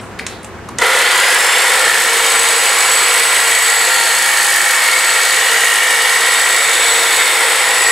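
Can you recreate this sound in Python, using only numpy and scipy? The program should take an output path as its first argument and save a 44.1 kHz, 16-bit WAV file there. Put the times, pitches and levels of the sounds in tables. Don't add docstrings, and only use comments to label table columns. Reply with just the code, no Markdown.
import sys
import numpy as np
from scipy import signal
from scipy.fft import rfft, irfft, next_fast_len
from scipy.io import wavfile
from scipy.ndimage import uniform_filter1d, map_coordinates

SR = 44100
rng = np.random.default_rng(int(sys.argv[2]) if len(sys.argv) > 2 else 0)


def wav_record(signal):
    frames = np.transpose(np.atleast_2d(signal))
    bounded = np.clip(frames, -1, 1)
    quanta = np.round(bounded * 32767).astype(np.int16)
    wavfile.write(sys.argv[1], SR, quanta)


N = 348831
TIME = np.arange(N) / SR

START_S, BITE_S, RUNNING_S = 0.785, 0.812, 0.832
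PINION_TEETH, WHEEL_TEETH, COMMUTATOR_BARS, FAN_BLADES = 4, 69, 12, 17
TOP_HZ = 463.5

# (frequency [Hz], relative level [dB])
GARDEN_SPECTRUM = [(15, -45), (25, -16), (94, 0), (152, -8.5), (189, -1.5), (276, -3.5), (361, -2.5),
                   (392, -4.5), (513, -5.5), (1680, -13), (5220, -31.5), (7820, -34), (15800, -51)]
# (frequency [Hz], t60 [s])
WALL_DECAY = [(200, 0.3), (2000, 0.38), (8000, 0.13), (16000, 0.37)]
# (frequency [Hz], initial level [dB], t60 [s])
STEEL_MODES = [(4000, -41, 0.7), (6804, -48, .5), (6944, -44, .31)]
# (time [s], level [dB], ring [Hz], ring share, t60 [s])
SNAPS = [(0.01, -39, 8500, 0.4, 0.4), (0.190, -22.5, 4500, 0.28, 0.091), (0.194, -9.5, 1900, 0.98, 0.02),
         (0.2656, -13.5, 7100, 0.35, 0.049), (0.297, -32, 3900, 0.4, 0.44), (0.431, -29, 9000, 0.5, .03),
         (0.445, -22.5, 7900, 0.45, 0.036), (0.588, -31, 1700, 0.9, 0.073),
         (0.688, -16.5, 1050, 0.62, 0.033), (0.7855, -7, 7150, 0.53, 0.027), (0.821, -2.5, 500, 0.9, 0.12)]
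# (frequency [Hz], relative level [dB])
SNAP_SPECTRUM = [(200, -30), (1200, 0), (3500, 2.5), (6000, -5), (9000, -3), (12000, -15), (16000, -26)]
# (speed still to gain [Hz], time constant [s])
RUN_UP_STAGES = [(206.4, .12), (185.6, .34)]
# (time [s], speed lost [Hz])
SPEED_SAG = [(2.5, 0), (3.3, 1.1), (4.5, 2.1), (5.1, 1.9), (5.5, 3.8), (7.9, 3.3)]
# (time [s], angle from side-on [deg])
BAR_ANGLE = [(1.6, -5), (2.2, 12), (2.6, 15), (3.2, 32), (3.9, 65), (4.6, 104), (5.1, 62), (5.5, 52),
             (6.0, 46), (6.5, 25), (7.1, 15), (7.7, 5)]
# (angle [deg], shaft hum [dB], third order [dB], second gear harmonic [dB], fan [dB])
TONE_DIRECTIVITY = [(0, -39, -41, -35.5, -25), (10, -30, -34, -35.5, -26.5), (22.7, -34.5, -32, -37, -22.5),
                    (34, -36, -28.5, -37.5, -24), (52, -33.5, -31, -36, -23.5),
                    (72.5, -41.5, -26.5, -37, -25.5), (86, -50, -33, -48, -31)]
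# (angle [deg], housing boom [dB], ring [dB], gearbox clatter [dB], blade rasp [dB])
NOISE_DIRECTIVITY = [(0, -32.5, -21, -15.5, -20), (11.4, -30.5, -27, -15.5, -18.5),
                     (35.2, -34.5, -29, -15, -18), (88, -35.5, -34, -17.5, -18.5)]
# (time [s], half length [s], frequency [Hz], gain [dB])
HOUSING_FLARES = [(1.548, 0.13, 3520, 4), (1.8, 0.1, 1370, 2), (2.22, 0.11, 3160, 5.5),
                  (2.52, 0.13, 7860, 3), (4.92, 0.16, 2180, 9), (5.6, 0.45, 7820, -4),
                  (5.8, 0.38, 2890, 7.5), (6.9, 0.23, 7820, 1), (6.95, 0.78, 3610, 7.5),
                  (7.283, 0.16, 2100, 6), (7.87, 0.073, 7820, 6.5)]
WEAK_ORDERS = [(1, 1), (2, -2), (2, 0), (3, -1), (5, -2), (5, -1), (5, 0), (6, 0), (7, -1), (7, 0), (9, -1)]
WEAK_ORDER_DB = [-39, -37, -35.5, -38, -51, -29, -55, -41, -58, -39, -56]
# (frequency [Hz], relative level [dB])
BOOM_SPECTRUM = [(100, -54), (280, -13.5), (370, -5.5), (440, -9.5), (520, -0.5), (700, -6.5), (1400, -33)]
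CLATTER_SPECTRUM = [(150, -41.5), (350, -14.5), (650, -5), (1000, -1), (1450, -1.5), (1750, 2.5),
                    (2050, 3.5), (2300, 0.5), (2550, -1.5), (3100, -1.5), (4300, -8.5), (5700, -13.5),
                    (9000, -31), (16000, -69)]
RASP_SPECTRUM = [(800, -26), (2500, -13), (4400, 3.5), (5800, -8.5), (6600, 0), (7400, -0.5), (8300, 3),
                 (9400, -1), (10800, -2.5), (12500, -10), (14500, -16.5), (16000, -22)]
# (frequency [Hz], bandwidth [Hz], relative level [dB])
BODY_MODES = [(515, 76, -3), (964, 120, -4), (1422, 113, -1), (1550, 220, -6), (1980, 130, 3),
              (3084, 77, -10.5), (3510, 69, -12), (8060, 120, -15)]
# (time [s], relative level [dB], strongest sideband [multiples of the stroke rate])
GEAR_WHINE = [(1.0, -32, 0.13), (1.3, -22.5, -0.94), (1.6, -26, 1.1), (1.9, -17, -0.54), (2.15, -26, -0.22),
              (2.9, -35, 0.86), (3.4, -23.5, 1.8), (3.9, -23.5, 0.25), (4.6, -19.5, -0.71),
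              (5.2, -23.5, 0.47), (5.65, -17, 0.98), (5.9, -18, -0.37), (6.3, -19.5, 1.3),
              (7.2, -27, -0.32), (7.6, -24, .4), (7.9, -16, 1.6)]
# (frequency [Hz], gain [dB])
SIDE_GAIN = [(60, -15), (150, -8), (330, -14), (700, -12.5), (2800, -7), (5600, 0), (10000, 1), (14000, 3)]
# (frequency [Hz], gain added left and taken from the right [dB])
LEFT_TILT = [(100, 0.5), (9000, -0.36), (13000, 1.5), (16000, 2)]
# (frequency [Hz], depth [dB])
HUM_NOTCHES = [(300, 6), (600, 8.5), (900, 2.5), (1500, 1.5), (2400, 5.5), (3900, 14.5), (6000, 0.5)]


def amp(db):
    return 10 ** (np.asarray(db) / 20)


def unit(x):
    return x / np.sqrt(np.mean(x ** 2) + 1e-20)


def curves(rows):
    times, *columns = np.transpose(rows)
    return [np.interp(TIME, times, column) for column in columns]


def at_hz(points, hz):
    frequencies, values = np.transpose(points)
    return np.interp(np.log(hz + 1), np.log(frequencies + 1), values)


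def colour(x, points):
    size = next_fast_len(len(x))
    gain = amp(at_hz(points, np.fft.rfftfreq(size, 1 / SR)))
    return irfft(rfft(x, size) * gain, size)[:len(x)]


def drift(rate_hz):
    knots = rng.standard_normal(N // 16)
    return unit(map_coordinates(knots, [TIME[::16] * rate_hz], order=3, mode="wrap")).repeat(16)[:N]


def bump(s, width_s):
    return np.exp(-((TIME - s) / width_s) ** 2)


def resonate(x, hz, width_hz):
    b, a = signal.iirpeak(hz, hz / (1.55 * width_hz), fs=SR)
    return unit(signal.lfilter(b, a, signal.lfilter(b, a, x)))


def garden(air_db=-30, puff_db=6):
    level_db = air_db + puff_db * bump(1.95, width_s=0.15) + 0.85 * drift(27)
    return amp(level_db) * unit(colour(rng.standard_normal(N), GARDEN_SPECTRUM))


def walls(x, echoes_per_s=2500, first_echo_s=0.012):
    count = SR // 2
    echoes = rng.standard_normal(count) * (rng.random(count) < echoes_per_s / SR)
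    echoes *= TIME[:count] > first_echo_s
    hz, t, bands = signal.stft(echoes, SR, nperseg=256)
    decay = amp(-60 * t / at_hz(WALL_DECAY, hz)[:, None])
    tail = signal.istft(bands * decay, SR, nperseg=256)[1]
    return signal.fftconvolve(x, tail / np.linalg.norm(tail))[:N]


def bar_ring(struck_s=0.2656):
    t = np.maximum(TIME - struck_s, 0)
    return sum(amp(db - 60 * t / t60) * np.sin(2 * np.pi * hz * t) for hz, db, t60 in STEEL_MODES)


def clicks():
    out, t = np.zeros(N), np.arange(SR // 4) / SR
    for s, db, hz, share, t60 in SNAPS:
        burst = rng.standard_normal(len(t))
        snap = share * resonate(burst, hz, 0.3 * hz) + (1 - share) * unit(colour(burst, SNAP_SPECTRUM))
        out[round(s * SR):][:len(t)] += amp(db - 60 * t / t60) * snap
    return out


def shaft_speed():
    elapsed = np.maximum(TIME - START_S, 0)
    shortfall_hz = sum(hz * np.exp(-elapsed / tau) for hz, tau in RUN_UP_STAGES)
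    return TOP_HZ - shortfall_hz - curves(SPEED_SAG)[0]


def motor_load():
    return 1 - shaft_speed() / TOP_HZ


def facing(directivity):
    degrees, *columns = np.transpose(directivity)
    angle, = curves(BAR_ANGLE)
    return [np.interp(angle, degrees, column) for column in columns]


def patched(x, patchy_db):
    bands = signal.stft(x, nperseg=1024)[2]
    patches = rng.standard_normal(bands.shape)
    for _ in range(2):
        patches = uniform_filter1d(uniform_filter1d(patches, size=32, axis=1), size=3, axis=0)
    return signal.istft(bands * amp(patchy_db * unit(patches)), nperseg=1024)[1][:N]


def flared(x, width_hz=91):
    out = x
    for s, half_length, hz, db in HOUSING_FLARES:
        band = signal.lfilter(*signal.iirpeak(hz, hz / width_hz, fs=SR), x)
        out = out + (amp(db) - 1) * bump(s, half_length) * band
    return out


def partial(cycles, db, waver=0.28, wander=0.072):
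    phase = cycles + rng.random() + wander * drift(9)
    return np.sqrt(2) * amp(db) * (1 + waver * drift(25)) * np.cos(2 * np.pi * phase)


def motor(turns, strokes, surge_db=17, surge_load=0.067, fan_flutter_db=1.4):
    hum_db, third_db, overtone_db, fan_db = facing(TONE_DIRECTIVITY)
    load = motor_load()
    spin_db = -40 * load
    out = partial(turns, hum_db + spin_db) + partial(3 * turns, third_db + spin_db)
    brush_db = -42.5 + surge_db * np.tanh(load / surge_load)
    out += (1 - load) * partial(COMMUTATOR_BARS * turns, brush_db)
    fan_db = fan_db - 85 * load + fan_flutter_db * drift(7.7)
    out += partial(FAN_BLADES * turns, fan_db, waver=0.13, wander=0.04)
    gear_overtone = 2 * PINION_TEETH * turns
    out += partial(gear_overtone, overtone_db) + partial(gear_overtone - strokes, overtone_db)
    for (order, sideband), db in zip(WEAK_ORDERS, WEAK_ORDER_DB):
        level_db = db + spin_db + 2 * drift(3.06)
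        out += partial(order * turns + sideband * strokes, level_db, waver=0.2, wander=0.029)
    return out


def knocks(strokes, decay_strokes, depth, uneven=0.8):
    size = 1 + uneven * rng.uniform(-1, 1, 1000)[strokes.astype(int) % 1000]
    return 1 + depth * size * np.exp(-(strokes % 1) / decay_strokes)


def blades(strokes, ticks_per_s=2000):
    boom_db, ring_db, clatter_db, rasp_db = facing(NOISE_DIRECTIVITY)
    load = motor_load()
    air, gears, steel, grit, blows = rng.standard_normal((5, N))
    ticks = unit(grit * (rng.random(N) < ticks_per_s / SR))
    lopsided = 1 + 0.088 * np.cos(np.pi * strokes)
    crank = lopsided * knocks(strokes + 0.5, decay_strokes=0.44, depth=0.13)
    boom = unit(colour(air * crank, BOOM_SPECTRUM))
    clatter = np.sqrt(1 - load) * unit(patched(colour(gears * crank, CLATTER_SPECTRUM), patchy_db=0.94))
    ring = unit(sum(amp(db) * resonate(blows * crank, hz, width) for hz, width, db in BODY_MODES))
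    scrape = (steel + 0.19 * ticks) * knocks(strokes, decay_strokes=0.32, depth=0.76)
    rasp = unit(patched(colour(scrape, RASP_SPECTRUM), patchy_db=2.0))
    return (amp(boom_db + 8 * load) * boom + amp(ring_db + 20 * load) * ring
            + amp(clatter_db + 14 * load) * clatter + amp(rasp_db + 2.5 * load) * rasp)


def gear_whine(turns, strokes, spread=0.88, waver=0.057):
    level_db, strongest = curves(GEAR_WHINE)
    sidebands = np.arange(-2, 4)[:, None]
    weights = np.exp(-0.5 * ((sidebands - strongest) / spread) ** 2)
    out = np.zeros(N)
    for sideband, share in zip(sidebands, weights / weights.sum(0)):
        phase = PINION_TEETH * turns + sideband * (strokes + 0.35) + 0.09 * drift(3)
        out += np.sqrt(2 * share) * (1 + waver * drift(25)) * np.cos(2 * np.pi * phase)
    return amp(level_db) * out


def trimmer(slack_gain=0.12, rest_db=3.5, growth_db=15, rest_strokes=-0.32):
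    speed_hz = shaft_speed()
    turns = np.cumsum(speed_hz * (TIME > START_S)) / SR
    strokes = 2 * turns * PINION_TEETH / WHEEL_TEETH + rest_strokes
    onset = np.interp(TIME, [START_S, START_S + 0.007, BITE_S, RUNNING_S], [0, slack_gain, slack_gain, 1])
    machine = flared(blades(strokes) + motor(turns, strokes) + gear_whine(turns, strokes))
    return onset * amp(rest_db + growth_db * (speed_hz / TOP_HZ) ** 2) * machine


def scene():
    handling = clicks() + bar_ring()
    near = trimmer() + handling + amp(-5.5) * walls(handling)
    mid = near + garden()
    delayed = np.interp(TIME - 0.0013, TIME, near, left=0)
    side = colour(0.42 * walls(near) + 0.22 * delayed + garden(), SIDE_GAIN)
    right_tilt = [(hz, -db) for hz, db in LEFT_TILT]
    return np.array([colour(mid + side, LEFT_TILT), colour(mid - side, right_tilt)])


def hum_notches(x, hum_hz=300, width_hz=22):
    size = next_fast_len(N)
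    hz = np.fft.rfftfreq(size, 1 / SR)
    detuning_hz = hz - hum_hz * np.maximum(np.round(hz / hum_hz), 1)
    cut_db = at_hz(HUM_NOTCHES, hz) / (1 + (detuning_hz / width_hz) ** 2)
    return irfft(rfft(x, size) * amp(-cut_db), size)[:, :N]


def record(dry, threshold_db=-11.5, slope=0.9, detector_s=0.007, recover_db_per_s=1.0, edge_hz=15780):
    sound = hum_notches(dry)
    pole = np.exp(-1 / (detector_s * SR))
    power = signal.lfilter([1 - pole], [1, -pole], (sound ** 2).mean(0))
    power_db = 10 * np.log10(power + 1e-12)
    release_db = TIME * recover_db_per_s
    peak_db = np.maximum.accumulate(power_db + release_db) - release_db
    compressed = sound / amp(slope * np.maximum(peak_db - threshold_db, 0))
    clipped = compressed / (1 + compressed ** 8) ** (1 / 8)
    low_pass = signal.firwin(701, edge_hz, window=("kaiser", 9), fs=SR)
    return signal.oaconvolve(clipped, low_pass[None], "same")


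dry = scene()
out = record(dry)
wav_record(out)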